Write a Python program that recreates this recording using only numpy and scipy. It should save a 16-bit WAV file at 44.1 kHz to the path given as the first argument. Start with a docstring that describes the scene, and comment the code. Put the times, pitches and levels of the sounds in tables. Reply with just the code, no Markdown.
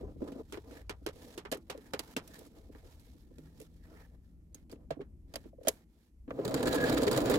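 """A domestic sewing machine on a desk in a quiet room, heard from close by.
First hands drag a thick towel over the bed (friction noise in swelling pulls), while nails, levers and
the presser foot knock on the casing: impacts that ring its modes, with noise snaps and hard ticks.
A faint gliding sine hums from 3.3 s to 4.7 s; after 4 s the towel lies still between pulls. At 6.3 s the motor
engages with clunks: needle, feed and hook clatter over a noise-driven casing drone and a brief whine."""
import sys
import numpy as np
from scipy import signal
from scipy.io import wavfile

SR = 44100
rng = np.random.default_rng(int(sys.argv[2]) if len(sys.argv) > 2 else 0)


def materialize(psi):
    """Save the field psi as 16-bit PCM at rate SR to the path in sys.argv[1].

    A 1-D psi becomes a single channel; in a 2-D psi each row is a channel.
    """
    bounded = np.clip(np.atleast_2d(psi).T, -1, 1)
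    quanta = np.round(bounded * 32767).astype(np.int16)
    wavfile.write(sys.argv[1], SR, quanta)


N = 325458

# sharp knocks by nail, lever and foot; the last three are clunks as the motor engages:
# [t/s, snap level/dB, casing thud level/dB, thud pitch f/Hz, brightness level/dB, snap t60 t/s,
# metal ring pitch f/Hz]
SHARP_KNOCKS = [(0.0094, -49, -37.5, 260, -14, 0.033, 1310), (0.2197, -52, -26.5, 301, -15, 0.091, 1390),
                (0.2764, -44, -41, 262, -14.5, 0.079, 1244), (0.319, -43, -34, 224, -12.5, 0.085, 1280),
                (0.3823, -65, -52, 458, -20, 0.12, 1250), (0.5234, -33, -39.5, 357, -13, 0.11, 1185),
                (0.5425, -38.5, -40.5, 387, -22, 0.066, 1290), (0.5726, -43, -35, 350, -21, 0.052, 1290),
                (0.7091, -49, -44, 284, -14, 0.31, 1400), (0.8949, -23.5, -37, 400, -15.5, 0.07, 2430),
                (1.0631, -24.5, -27.5, 367, -14, 0.061, 5560),
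                (1.0868, -34.5, -41, 520, -13.5, 0.064, 1280), (1.1575, -50, -43.5, 254, -11, 0.14, 2870),
                (1.3765, -28, -37.5, 354, -12, .083, 1555), (1.4509, -38.5, -44, 390, -24, 0.073, 1280),
                (1.516, -26, -27.5, 267, -7.5, 0.098, 4320), (1.524, -24, -27.5, 583, -13.5, 0.086, 1730),
                (1.546, -36.5, -39, 444, -3, .041, 1700), (1.5722, -45.5, -45, 331, 0, .04, 1900),
                (1.6986, -26.5, -39.5, 467, -14.5, .098, 2430), (1.7762, -49, -44.5, 416, -13, .063, 1450),
                (1.935, -22.5, -31.5, 466, -16.5, 0.066, 1216),
                (1.9922, -20.5, -37.5, 297, -9, 0.049, 4620), (2.165, -20.5, -28, 274, -12, 0.078, 2660),
                (2.276, -39, -60, 266, -4, 0.048, 5680), (2.3903, -42.5, -54, 340, -1, 0.036, 7650),
                (2.4635, -49.5, -51.5, 333, -3, 0.098, 1220), (2.748, -61.5, -46.5, 280, -32, 0.078, 1360),
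                (2.849, -58, -51, 363, -14, 0.37, 1660), (2.996, -53, -73, 272, -4, 0.11, 4525),
                (3.3827, -45, -44, 285, -11, 0.027, 1360), (3.6005, -42, -45.5, 470, -3.5, 0.041, 5710),
                (3.6143, -45, -44.5, 304, -3, 0.097, 2620), (4.5454, -38, -49, 285, -1.5, 0.049, 6600),
                (4.696, -50, -50, 307, -14.5, 0.18, 1910), (4.715, -43, -50.5, 430, -3.5, 0.093, 4690),
                (4.7258, -50.5, -35.5, 246, -21.5, 0.051, 2720),
                (4.7573, -59, -48, 250, -15.5, 0.028, 2700), (4.9059, -35.5, -26, 616, -19, 0.089, 1220),
                (5.0067, -52.5, -41.5, 435, -26, 0.086, 1250), (5.0152, -53, -41, 263, -21, 0.067, 1270),
                (5.3386, -31, -38, 684, -12.5, .039, 4960), (5.3567, -22, -36, 630, -9.5, 0.038, 4880),
                (5.439, -54.5, -56.5, 437, -16.5, 0.097, 1500), (5.632, -48, -55, 496, -8, .05, 5600),
                (5.6493, -48, -41.5, 590, -15, .24, 1270), (5.671, -23.5, -20.5, 580, -12.5, .073, 3100),
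                (5.683, -10, -30.5, 536, -3, 0.038, 6330), (6.2782, -64, -35, 261, -33, 0.14, 1240),
                (6.3066, -45.5, -30, 530, -36.5, 0.03, 1410), (6.39, -57, -25, 451, -31, 0.18, 1250)]
# needle bar, which turns twice a stitch, top and bottom in turn, and rebounds once: [t/s, snap level/dB,
# casing thud level/dB, thud pitch f/Hz, rebound delay t/s, rebound against the turn level/dB]
NEEDLE_TURNS = [(6.4511, -25, -27.5, 444, 0.011, -26), (6.478, -27.5, -31, 275, .012, -24),
                (6.542, -14, -30, 278, 0.017, -31), (6.5633, -31.5, -31, 290, .012, -23),
                (6.628, -20, -43, 266, 0.011, -24), (6.6565, -24, -27, 418, 0.015, 5),
                (6.728, -17.5, -33.5, 318, 0.011, -20), (6.744, -18.5, -28.5, 437, .0111, -2.5),
                (6.8114, -26, -38, 444, 0.01, -6), (6.8397, -23, -26, 444, .012, -16),
                (6.8958, -17.5, -27, 301, 0.0073, -30), (6.928, -26, -34, 303, .012, -2),
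                (6.9791, -22, -36, 420, .012, -25), (7.0184, -23, -27, 477, 0.013, 3.2),
                (7.0682, -22, -20, 427, 0.0094, -7.5), (7.1126, -18, -30, 275, 0.016, -1),
                (7.1627, -17.5, -30, 590, 0.012, 4), (7.2028, -24, -42, 487, 0.013, -6),
                (7.2571, -21.5, -32, 427, .012, -11), (7.2972, -17, -21, 455, .012, -8),
                (7.3397, -17.5, -29, 299, 0.016, -3)]
# modes of the casing: [f/Hz, width f/Hz, level/dB]
CASING_MODES = [(256.6, 62.4, 0.5), (292.2, 44.2, 5.5), (338, 58.5, -1.5), (407.2, 28.5, -1),
                (434, 36.3, 1), (499.5, 34.5, 1), (561, 39.3, -4.5), (656, 37, -4.5), (790, 74, -13.5),
                (1011, 36, -14), (1210, 81, -19.5)]
# modes of foot, levers and needle bar: [f/Hz, width f/Hz, level/dB]
METAL_MODES = [(1235, 100, -10), (1420, 82, -5), (1698, 110, -6), (2350, 68, -15), (2670, 90, -19),
               (3175, 35, -5), (3930, 43, -6), (4450, 140, -10), (4776, 110, -1), (4870, 170, -11),
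               (6700, 150, -8), (6520, 66, -13), (7060, 240, 4), (7500, 180, -11), (7800, 130, -11),
               (10400, 410, -4), (15600, 820, 8)]

PLAIN_BRIGHT_DB = -13   # brightness of a snap that has the plain spectrum
EDGES = 22 * 2 ** np.arange(0, 9.7, .4)   # noise band edges in Hz
CENTRES = np.sqrt(EDGES[1:] * EDGES[:-1])
STEP = 8   # samples per point of a snap envelope


def amp(db):
    """Level to amplitude: 20 dB are a factor of ten."""
    return 10 ** (np.asarray(db) / 20)


def rms_one(x):
    """Normalisation by mean power: scaled to rms 1."""
    return x / np.sqrt(np.mean(x ** 2) + 1e-20)


def in_time(rows):
    """Linear interpolation: each column as a curve over all samples."""
    s, *columns = np.transpose(rows)
    return [np.interp(np.arange(N) / SR, s, c) for c in columns]


def while_sounding(rows):
    """Gating: 1 between the first and last row, with 10 ms ramps."""
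    first, last = rows[0][0], rows[-1][0]
    return np.interp(np.arange(N) / SR, [first - .01, first, last, last + .01], [0, 1, 1, 0])


def at_hz(points, hz):
    """Interpolation of a spectrum on a log-frequency axis."""
    return np.interp(np.log(hz), np.log(np.array(points)[:, 0]), np.array(points)[:, 1])


def drift(rate_hz):
    """Low-passed noise: a slow random fluctuation of spread 1."""
    hop = 40   # samples between computed points
    r = np.exp(-2 * np.pi * hop * rate_hz / SR)
    white = rng.standard_normal(N // hop + 2002)
    slow = signal.lfilter([1], [1, -2 * r, r * r], white)[2000:]   # settled part only
    return np.interp(np.arange(N) / hop, np.arange(len(slow)), rms_one(slow))


def resonance(x, hz, width_hz):
    """A damped mode: two-pole peak of gain 1."""
    r = np.exp(-np.pi * width_hz / SR)
    poles = [1, -2 * r * np.cos(2 * np.pi * hz / SR), r * r]
    return signal.lfilter([(1 - r * r) / 2, 0, (r * r - 1) / 2], poles, x)


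def stereo(mid, side, hz):
    """Interaural coherence and level difference: left and right as alike and balanced as at this frequency."""
    # likeness of left and right: [f/Hz, correlation]
    likeness = [(60, 0.94), (250, 0.95), (600, 0.72), (1200, 0.31), (3000, 0.11), (12000, 0.4)]
    # the machine stands to the right, its treble shaded on the left: [f/Hz, left-right level/dB]
    balance = [(60, 2.5), (110, 2), (200, -2), (380, -1.5), (700, 0.5), (1290, -3), (2380, -3.0),
               (4400, -6), (8120, -3.5), (15000, -7.5)]
    alike, lean_db = np.clip(at_hz(likeness, hz), 0, 1), at_hz(balance, hz)
    pair = np.sqrt(1 + alike) * mid + np.sqrt(1 - alike) * side * [[1], [-1]]
    return pair * amp([[lean_db / 2], [-lean_db / 2]])


def noise_bands():
    """Filter-bank analysis: stereo noise split into bands, flat per Hz."""
    white = rng.standard_normal((2, 2, N))   # neighbouring bands draw on different noise
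    cut = [signal.butter(2, edge, "band", fs=SR, output="sos") for edge in zip(EDGES, EDGES[1:])]
    return [stereo(*signal.sosfilt(sos, white[k % 2]), CENTRES[k]) for k, sos in enumerate(cut)]


def shares(spectrum):
    """Division of power by bandwidth: band gains that give the spectrum at rms 1."""
    gain = amp(at_hz(spectrum, CENTRES))
    return gain / np.sqrt(np.sum(gain ** 2 * np.diff(EDGES)) * 4 / SR)


def pings(s, level_db):
    """Impulse excitation: one click per blow."""
    out = np.full(N, 1e-18)
    out[(np.asarray(s) * SR).astype(int)] = amp(level_db)
    return out


def single_blows():
    """Single impacts: the sharp knocks, each with its ring dB against the snap as a last column."""
    # ring against a snap of -35 dB, and dB it gains per dB of snap
    ring_db, ring_share = -15, -0.083
    return [(*row, ring_db + ring_share * (row[1] + 35)) for row in SHARP_KNOCKS]


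def mechanism():
    """Periodic impact: needle turns, rebounds and feed steps as blows, columns as the single blows."""
    # a turn's sound, top then bottom: [brightness level/dB, snap t60 t/s, metal ring pitch f/Hz,
    # ring against the snap level/dB]
    turn_sound = [(-17.5, 0.047, 4300, -21), (-16.5, 0.066, 4400, -18.5)]
    # a feed step's sound: columns as the turns
    feed_sound = (-16, -1.5, 4400, -23)
    # the feed steps after each bottom turn, and is heard less once the machine runs
    feed_delay_s, feed_snap_db, feed_thud_db = .032, -26, -29
    feed_hz, feed_fade_db_per_s = 286, -18
    blows = []
    for k, (s, snap_db, thud_db, thud_hz, delay, rebound_db) in enumerate(NEEDLE_TURNS):
        sound = turn_sound[k % 2]
        blows.append((s, snap_db, thud_db, thud_hz, *sound))
        blows.append((s + delay, snap_db + rebound_db, thud_db + rebound_db, thud_hz, *sound))
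        if k % 2:
            fade_db = feed_fade_db_per_s * (s - NEEDLE_TURNS[0][0])
            blows.append((s + feed_delay_s, feed_snap_db + fade_db, feed_thud_db + fade_db,
                          feed_hz, *feed_sound))
    return blows


def snap_envelopes(rows, spectrum, crack_db, crest_db, rise_s, tail_db=-31.5, tail_t60=0.2):
    """Frequency-dependent damping: power of a crack, a rattle dying faster in the treble, the room's tail."""
    count = 1400
    power = np.zeros((len(CENTRES), N // STEP + 2000))
    age = np.arange(count) * STEP / SR
    octaves, rise = np.log2(CENTRES / 4500)[:, None], (1 - np.exp(-age / rise_s)) ** 2
    for s, peak_db, _, _, bright_db, t60, _, _ in rows:
        t60_band = max(t60, .01) * 2 ** (-.35 * octaves)   # as listed at 4500 Hz
        tilt_db = (bright_db - PLAIN_BRIGHT_DB) * 0.7 * np.clip(octaves, -1.5, 1.5)
        level = shares(spectrum)[:, None] * amp(peak_db - crest_db + tilt_db)
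        crack = crack_db - 60 * age / 0.009
        rattle = -60 * age / t60_band
        tail = tail_db - 60 * age / tail_t60
        at = int(s * SR / STEP)
        power[:, at:at + count] += level ** 2 * rise * (amp(crack) ** 2 + amp(rattle) ** 2 + amp(tail) ** 2)
    return power


def knock_envelopes(single):
    """Broadband impact noise: band power of the sharp knocks' snaps."""
    # [f/Hz, level per Hz/dB]
    snap_spectrum = [(470, -9.5), (800, -3), (2180, -6), (2870, -5.5), (6970, -12), (9100, -11),
                     (11400, -14.5), (15100, -25.5), (16500, -39)]
    return snap_envelopes(single, snap_spectrum, crack_db=0.5, crest_db=11.5, rise_s=0.00054)


def contact_envelopes(by_machine):
    """Broadband impact noise: band power of the mechanism's snaps."""
    # [f/Hz, level per Hz/dB]
    clatter_spectrum = [(470, -14), (800, -6), (2730, -19), (3940, -9), (5920, -21.5), (7150, -9),
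                        (12800, -15.5), (15300, -25), (16500, -32)]
    return snap_envelopes(by_machine, clatter_spectrum, crack_db=4.5, crest_db=14.5, rise_s=0.0011)


def strike(modes, s, level_db, pitch_hz, reach, far_db, contact_hz):
    """Modal excitation: a blow rings all modes, most those near the struck pitch; long contacts are dull."""
    under_db_per_octave = -4   # modes below the place struck answer less
    at, out = (s * SR).astype(int), np.zeros((2, N))
    chance = rng.normal(0, 1, (len(s), len(modes), 2))
    for k, (hz, width, db) in enumerate(modes):
        near_db = -9 * (np.log(hz / pitch_hz) / reach) ** 2
        under_db = under_db_per_octave * np.clip(np.log2(pitch_hz / hz), 0, 1)
        mode_db = np.maximum(near_db, db + far_db + under_db)
        strength = amp(level_db + mode_db + 2.5 * chance[:, k, 0])
        push = np.full((2, N), 1e-18)
        push[0, at], push[1, at] = strength, strength * chance[:, k, 1]
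        out += (-1) ** k * stereo(*resonance(push, hz, width), hz) * SR / (np.pi * width)
    r = np.exp(-2 * np.pi * contact_hz / SR)
    return signal.lfilter([(1 - r) ** 2], [1, -2 * r, r * r], out)


def thuds_and_rings(blows, single_count):
    """Modal ringing: blows and bumps sound the casing, blows the metal parts."""
    # dull bumps of palm and cloth on the casing: [t/s, thud level/dB, thud pitch f/Hz]
    palm_bumps = [(0.032, -35, 390), (0.1592, -42, 244), (0.2074, -39, 480), (0.3588, -36, 238),
                  (1.0154, -48.5, 262), (1.747, -39.5, 517), (2.6927, -41.5, 265), (3.1472, -55, 300),
                  (3.3098, -47, 260), (4.9684, -40, 280), (4.994, -35, 370), (5.457, -45, 302),
                  (5.5298, -51, 581), (5.583, -47, 543), (5.61, -44, 543)]
    ring_spread = 0.11   # ring pitch of the mechanism's blows varies at random: spread of log pitch
    s, snap_db, thud_db, thud_hz, _, _, ring_hz, ring_db = np.transpose(blows)
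    ring_hz[single_count:] *= np.exp(ring_spread * rng.normal(0, 1, len(s) - single_count))
    struck = np.c_[[s, thud_db, thud_hz], np.transpose(palm_bumps)]
    thuds = strike(CASING_MODES, *struck, reach=0.23, far_db=-11.0, contact_hz=430)
    # a small casing radiates little bass
    thuds = signal.sosfilt(signal.butter(2, 215, "high", fs=SR, output="sos"), thuds)
    rings = strike(METAL_MODES, s, snap_db + ring_db, ring_hz, reach=0.033, far_db=-22.5, contact_hz=11900)
    return thuds + rings


def ticks_and_thumps():
    """Short contacts excite treble, heavy ones the desk: hard ticks, and the desk's low answer."""
    # blows that go through to the desk: [t/s, drive level/dB]
    desk_blows = [(0.219, -51), (1.062, -52), (1.52, -62), (1.934, -46), (2.166, -41), (4.726, -48),
                  (4.909, -38), (4.994, -44), (5.355, -53)]
    thump_hz, thump_width_hz, tick_hz = 147, 55, 5000
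    knock_tick_db, contact_tick_db = -5.5, -5   # against the snap, before the terms below
    tick_share = 0.77   # hard contacts tick the more: dB gained per dB of snap
    s, snap_db, _, _, bright_db, _, _ = np.transpose(SHARP_KNOCKS)
    ticks = pings(s + 0.0033, snap_db + knock_tick_db + .6 * (bright_db - PLAIN_BRIGHT_DB))
    s, snap_db, *_ = np.transpose(mechanism())
    ticks = ticks + pings(s + 0.0013, snap_db + contact_tick_db + tick_share * (snap_db + 18))
    ticks = signal.sosfilt(signal.butter(2, tick_hz, "high", fs=SR, output="sos"), ticks)
    thumps = resonance(pings(*np.transpose(desk_blows)), thump_hz, thump_width_hz)
    thumps = resonance(thumps, thump_hz, 0.5 * thump_width_hz) * SR / (np.pi * thump_width_hz)
    return stereo(ticks, 0 * ticks, 8000) + stereo(thumps, 0 * thumps, thump_hz)


def metal_ring(rattle, share_db):
    """Forced resonance: running gears and contacts keep the metal modes ringing."""
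    ring = sum(amp(db) * resonance(rattle, hz, width) for hz, width, db in METAL_MODES)
    return rattle + amp(share_db) * ring


def pulls():
    """Sliding friction: hiss, scrape and rumble gains of pulls that swell, sag and stop."""
    # pulls of the towel over the bed: [start t/s, strongest t/s, end t/s, hiss level/dB,
    # dull scrape level/dB, rumble through the casing level/dB]
    towel_pulls = [(-.05, 0, 0.12, -99, -88, -45.5), (0.207, 0.25, .33, -68.5, -83, -44),
                   (.33, 0.412, 0.42, -68.5, -85, -43), (0.49, 0.525, 0.62, -66, -75, -61),
                   (0.642, 0.772, 0.82, -63.5, -66, -48.5), (1.133, 1.257, 1.382, -60, -67, -52.5),
                   (1.67, 1.875, 1.91, -70.5, -70.5, -63.5), (1.91, 2.14, 2.14, -62.5, -63.5, -59),
                   (2.227, 2.362, 2.48, -61.5, -64, -56.5), (2.505, 2.57, 2.69, -70.5, -74.5, -58.5),
                   (2.712, 2.723, 3.03, -72.5, -73.5, -64), (2.848, 2.866, 2.98, -68, -76, -63),
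                   (2.963, 3.06, 3.24, -72, -79, -75), (3.37, 3.395, 3.55, -73.5, -79, -70.5),
                   (3.556, 3.627, 3.67, -68.5, -76.5, -63), (3.696, 3.74, 4.1, -78, -85, -80),
                   (3.851, 4, 4.065, -71, -66, -59.5), (4.1, 4.152, 4.16, -78, -78.5, -64.5),
                   (4.225, 4.243, 4.35, -83, -85.5, -80), (4.338, 4.42, 3.8, -99, -85, -77.5),
                   (4.528, 4.573, 4.64, -77.5, -77, -74.5), (4.763, 4.815, 4.86, -95, -97, -63),
                   (4.93, 5.04, 4.58, -87, -96, -64), (5.278, 5.36, 5.5, -74.5, -78, -65),
                   (5.607, 5.728, 5.84, -72.5, -71.5, -66), (5.89, 6.01, 6.1, -78, -82.5, -77.5)]
    # stirring between pulls: [hiss level/dB, scrape level/dB, rumble level/dB]
    stirring_db = (-82.5, -87.5, -75.5)
    # change of each once the towel lies still: [hiss level/dB, scrape level/dB, rumble level/dB]
    settled_db = (-22.5, -11, -11)
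    still_s, settle_s = 4.01, .3
    start_db, end_db, stop_s = -10.5, -8, 0.018   # against the strongest moment; time to fall silent
    t = np.arange(N) / SR
    settling = np.clip((t - still_s) / settle_s, 0, 1)
    power = (amp(stirring_db)[:, None] * amp(np.array(settled_db)[:, None] * settling)) ** 2
    for start, top, end, *levels_db in towel_pulls:
        shape_db = np.interp(t, [start - stop_s, start, top, end, end + stop_s],
                             [-40, start_db, 0, end_db, -40], -99, -99)
        power = power + amp(levels_db)[:, None] ** 2 * amp(2 * shape_db)
    return np.sqrt(power)


def towel_spectra():
    """Spectral shaping of friction noise: band gains of the cloth's hiss and its dull scrape."""
    # [f/Hz, level per Hz/dB]
    cloth_spectrum = [(1290, -34.5), (2200, -8.5), (3940, -2), (5800, -7), (12200, -8.5), (15700, -13.5),
                      (16100, -14), (16500, -35)]
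    # [f/Hz, level per Hz/dB]
    scrape_spectrum = [(500, -20), (750, 1), (1050, -12), (1400, -4), (1850, -10), (2500, -11),
                       (3500, -26.5)]
    return shares(cloth_spectrum), shares(scrape_spectrum)


def bed_plate(dull):
    """Friction-driven resonance: scrape noise sets the plate's modes singing, each coming and going."""
    # modes of the bed plate: [f/Hz, width f/Hz, against the scrape level/dB]
    plate_modes = [(900, 220, -6.5), (1350, 280, -7), (1748, 420, -4.5), (2090, 320, -11)]
    force = rng.standard_normal((2, N))
    song = np.zeros((2, N))
    for hz, width, db in plate_modes:
        mode = resonance(resonance(force, hz, width), hz, width)
        song += amp(db + 4.17 * drift(5)) * rms_one(stereo(*mode, hz))
    return dull * song


def motor():
    """Exponential spin-up, then a slow creep: gains of casing drone, desk shake and gear hiss."""
    # drone, shake, gears: [level at speed/dB, added level at the start/dB]; the shake is then
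    # raised by each jolt and divided by the jolt's gain
    running = [(-33, -31.5), (-43.5, -3.5), (-49.5, -54)]
    start_s, spin_up_s, creep_db_per_s = 6.287, 0.094, 4.0
    jolt_db, jolt_t60_s = 7.5, 0.37   # each top turn jolts the desk
    age = np.arange(N) / SR - start_s
    on, age = np.clip(age / .01, 0, 1), np.maximum(age, 0)
    drone, shake, gears = [on * amp(db + short_db * np.exp(-age / spin_up_s) + creep_db_per_s * age)
                           for db, short_db in running]
    jolts = np.zeros(N)
    jolts[(np.array(NEEDLE_TURNS)[::2, 0] * SR).astype(int)] = amp(jolt_db)
    jolting = signal.lfilter([1], [1, -amp(-60 / (jolt_t60_s * SR))], jolts + 1e-18)
    return drone, shake * (1 + jolting) / amp(jolt_db), gears


def motor_spectra():
    """Spectral shaping of machine noise: band gains of gear hiss and of the desk's shake."""
    # [f/Hz, level per Hz/dB]
    gear_spectrum = [(410, -27), (700, -2), (1490, -7.5), (1680, -3), (2810, -10.5), (4580, -8),
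                     (5580, -35), (7170, -16), (15000, -35), (15900, -27), (16500, -46)]
    # [f/Hz, level per Hz/dB]
    desk_spectrum = [(30, -21), (70, -14), (124, 13.5), (165, 6.5), (230, 5.5), (400, -35)]
    return shares(gear_spectrum), shares(desk_spectrum)


def casing_drone(lumpy_db):
    """Forced vibration: uneven noise through every casing mode, at rms 1."""
    force = rng.standard_normal((2, N)) * amp(lumpy_db * drift(47))
    return rms_one(sum((-1) ** k * amp(db) * stereo(*resonance(force, hz, width), hz)
                       for k, (hz, width, db) in enumerate(CASING_MODES)))


def chatter(gear):
    """Random impacts: loose parts tick unevenly while running and ring the metal modes."""
    per_s, level_db, spread_db = 280, -7.5, 5.5   # level against the gear hiss
    struck = rng.random(N) < per_s / SR
    strength = amp(spread_db * np.minimum(rng.exponential(1, N), 4))
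    ticks = struck * strength * rng.normal(0, 1, (2, N))
    rung = sum(amp(db) * stereo(*resonance(ticks + 1e-18, hz, 3.5 * width), hz)
               for hz, width, db in METAL_MODES)
    return rms_one(rung) * gear * amp(level_db)


def whine():
    """Resonance crossed in passing: narrow noise comes up while the motor passes one speed."""
    # [t/s, level/dB]
    whine_levels = [(6.6, -57), (6.68, -47), (6.78, -43.5), (6.84, -35), (6.9, -52), (6.97, -51),
                    (7.05, -60)]
    whine_hz, width_hz = 1668, 30
    level_db = in_time(whine_levels)[0] + 3.5 * drift(35)
    tone = rms_one(resonance(rng.standard_normal(N), whine_hz, width_hz))
    return tone * amp(level_db) * while_sounding(whine_levels)


def hum():
    """Frequency glide by phase integration: a faint wavering sine rises in pitch, swells and fades."""
    start_s, end_s, attack_s = 3.33, 4.72, 0.057
    start_hz, glide_hz, glide_s = 149, 23.8, 0.32
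    level_db, fade_db_per_s, waver_db = -57.5, -11, 2   # level as rms
    t = np.arange(N) / SR
    age = np.maximum(t - start_s, 0)
    hz = start_hz + glide_hz * (1 - np.exp(-age / glide_s))
    on = np.clip(np.minimum(age, end_s - t) / attack_s, 0, 1)
    gain = on * amp(level_db + fade_db_per_s * age + waver_db * drift(3.1))
    return np.sqrt(2) * gain * np.sin(2 * np.pi * np.cumsum(hz) / SR)


def room_gains():
    """Background noise: per band, a rumble of changing level and tilt below a steady hiss."""
    # room rumble: [t/s, level/dB, tilt level per octave/dB]
    rumble = [(0, -43, -3), (.3, -56, 7.5), (.6, -53.5, -3), (.9, -50, -8), (1.25, -56.5, 2.5),
              (1.7, -60, 5.5), (2.4, -58.5, 4), (2.9, -53.5, -6.5), (3.3, -57, 3), (4.2, -55.5, -3),
              (4.8, -54.5, 1), (5.35, -53, -1.5), (5.62, -56, -1.5), (5.75, -62, 4), (6.1, -68.5, 2.5),
              (6.21, -52.5, -8.5), (6.35, -58, 9), (6.55, -48.5, 6), (7.38, -45, -5)]
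    # [f/Hz, level per Hz/dB]
    room_spectrum = [(12, -41), (20, -10), (63, 4), (102, -9), (174, -10.5), (230, -10), (281, -9),
                     (452, -37.5), (634, -37), (1350, -63.5), (2010, -50), (3720, -57), (11800, -53),
                     (16500, -71.5)]
    air_db, air_from_hz = -53.5, 900   # the hiss above this pitch stays steady
    level_db, tilt_db = in_time(rumble)
    for hz, share in zip(CENTRES, shares(room_spectrum)):
        if hz < air_from_hz:
            yield share * amp(level_db + tilt_db * np.clip(np.log2(hz / 90), 0, 1.5))
        else:
            yield share * amp(air_db)


def scene():
    """Superposition: blows, towel, motor and room are summed."""
    single, by_machine = single_blows(), mechanism()
    struck = thuds_and_rings(single + by_machine, len(single))
    knocks, contacts = knock_envelopes(single), contact_envelopes(by_machine)
    bounces = amp(2.2 * drift(200))   # loose parts touch several times within one snap
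    hiss, dull, rub = pulls()
    fibres = amp(2.0 * drift(30) + 2.0 * drift(120))
    hiss, dull = hiss * fibres, dull * fibres
    drone, shake, gear = motor()
    teeth = gear * amp(4.6 * drift(33))
    cloth, scrape = towel_spectra()
    gears, desk = motor_spectra()

    steady, snaps, rattle = np.zeros((3, 2, N))
    for k, (band, room) in enumerate(zip(noise_bands(), room_gains())):
        power = (cloth[k] * hiss) ** 2 + (scrape[k] * dull) ** 2 + room ** 2 + (desk[k] * shake) ** 2
        steady += band * np.sqrt(power) * amp(0.69 * drift(30))
        # played backwards, the same noise serves the snaps as a separate source
        snaps += band[:, ::-1] * np.repeat(np.sqrt(knocks[k]), STEP)[:N] * bounces
        contact = np.repeat(np.sqrt(contacts[k]), STEP)[:N] * bounces
        # shifted by half the length, it serves the rattle as another
        rattle += np.roll(band, N // 2, axis=1) * np.hypot(gears[k] * teeth, contact)

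    casing = casing_drone(lumpy_db=3.0) * rub + casing_drone(lumpy_db=1.5) * drone
    blows = struck + snaps + ticks_and_thumps()
    machine = metal_ring(rattle, share_db=1.5) + casing + whine() + chatter(gear)
    return blows + machine + bed_plate(dull) + hum() + steady


def record(dry):
    """Time-of-arrival difference and band limit: the left channel lags; the top is cut in two steps."""
    left_lag = 7   # samples
    soft_cut_hz, cutoff_hz = 15800, 16670
    late = np.stack([np.r_[np.zeros(left_lag), dry[0, :-left_lag]], dry[1]])
    soft = signal.sosfilt(signal.ellip(5, .5, 20, soft_cut_hz, fs=SR, output="sos"), late)
    return signal.sosfilt(signal.ellip(10, .5, 60, cutoff_hz, fs=SR, output="sos"), soft)


dry = scene()
out = record(dry)
materialize(out)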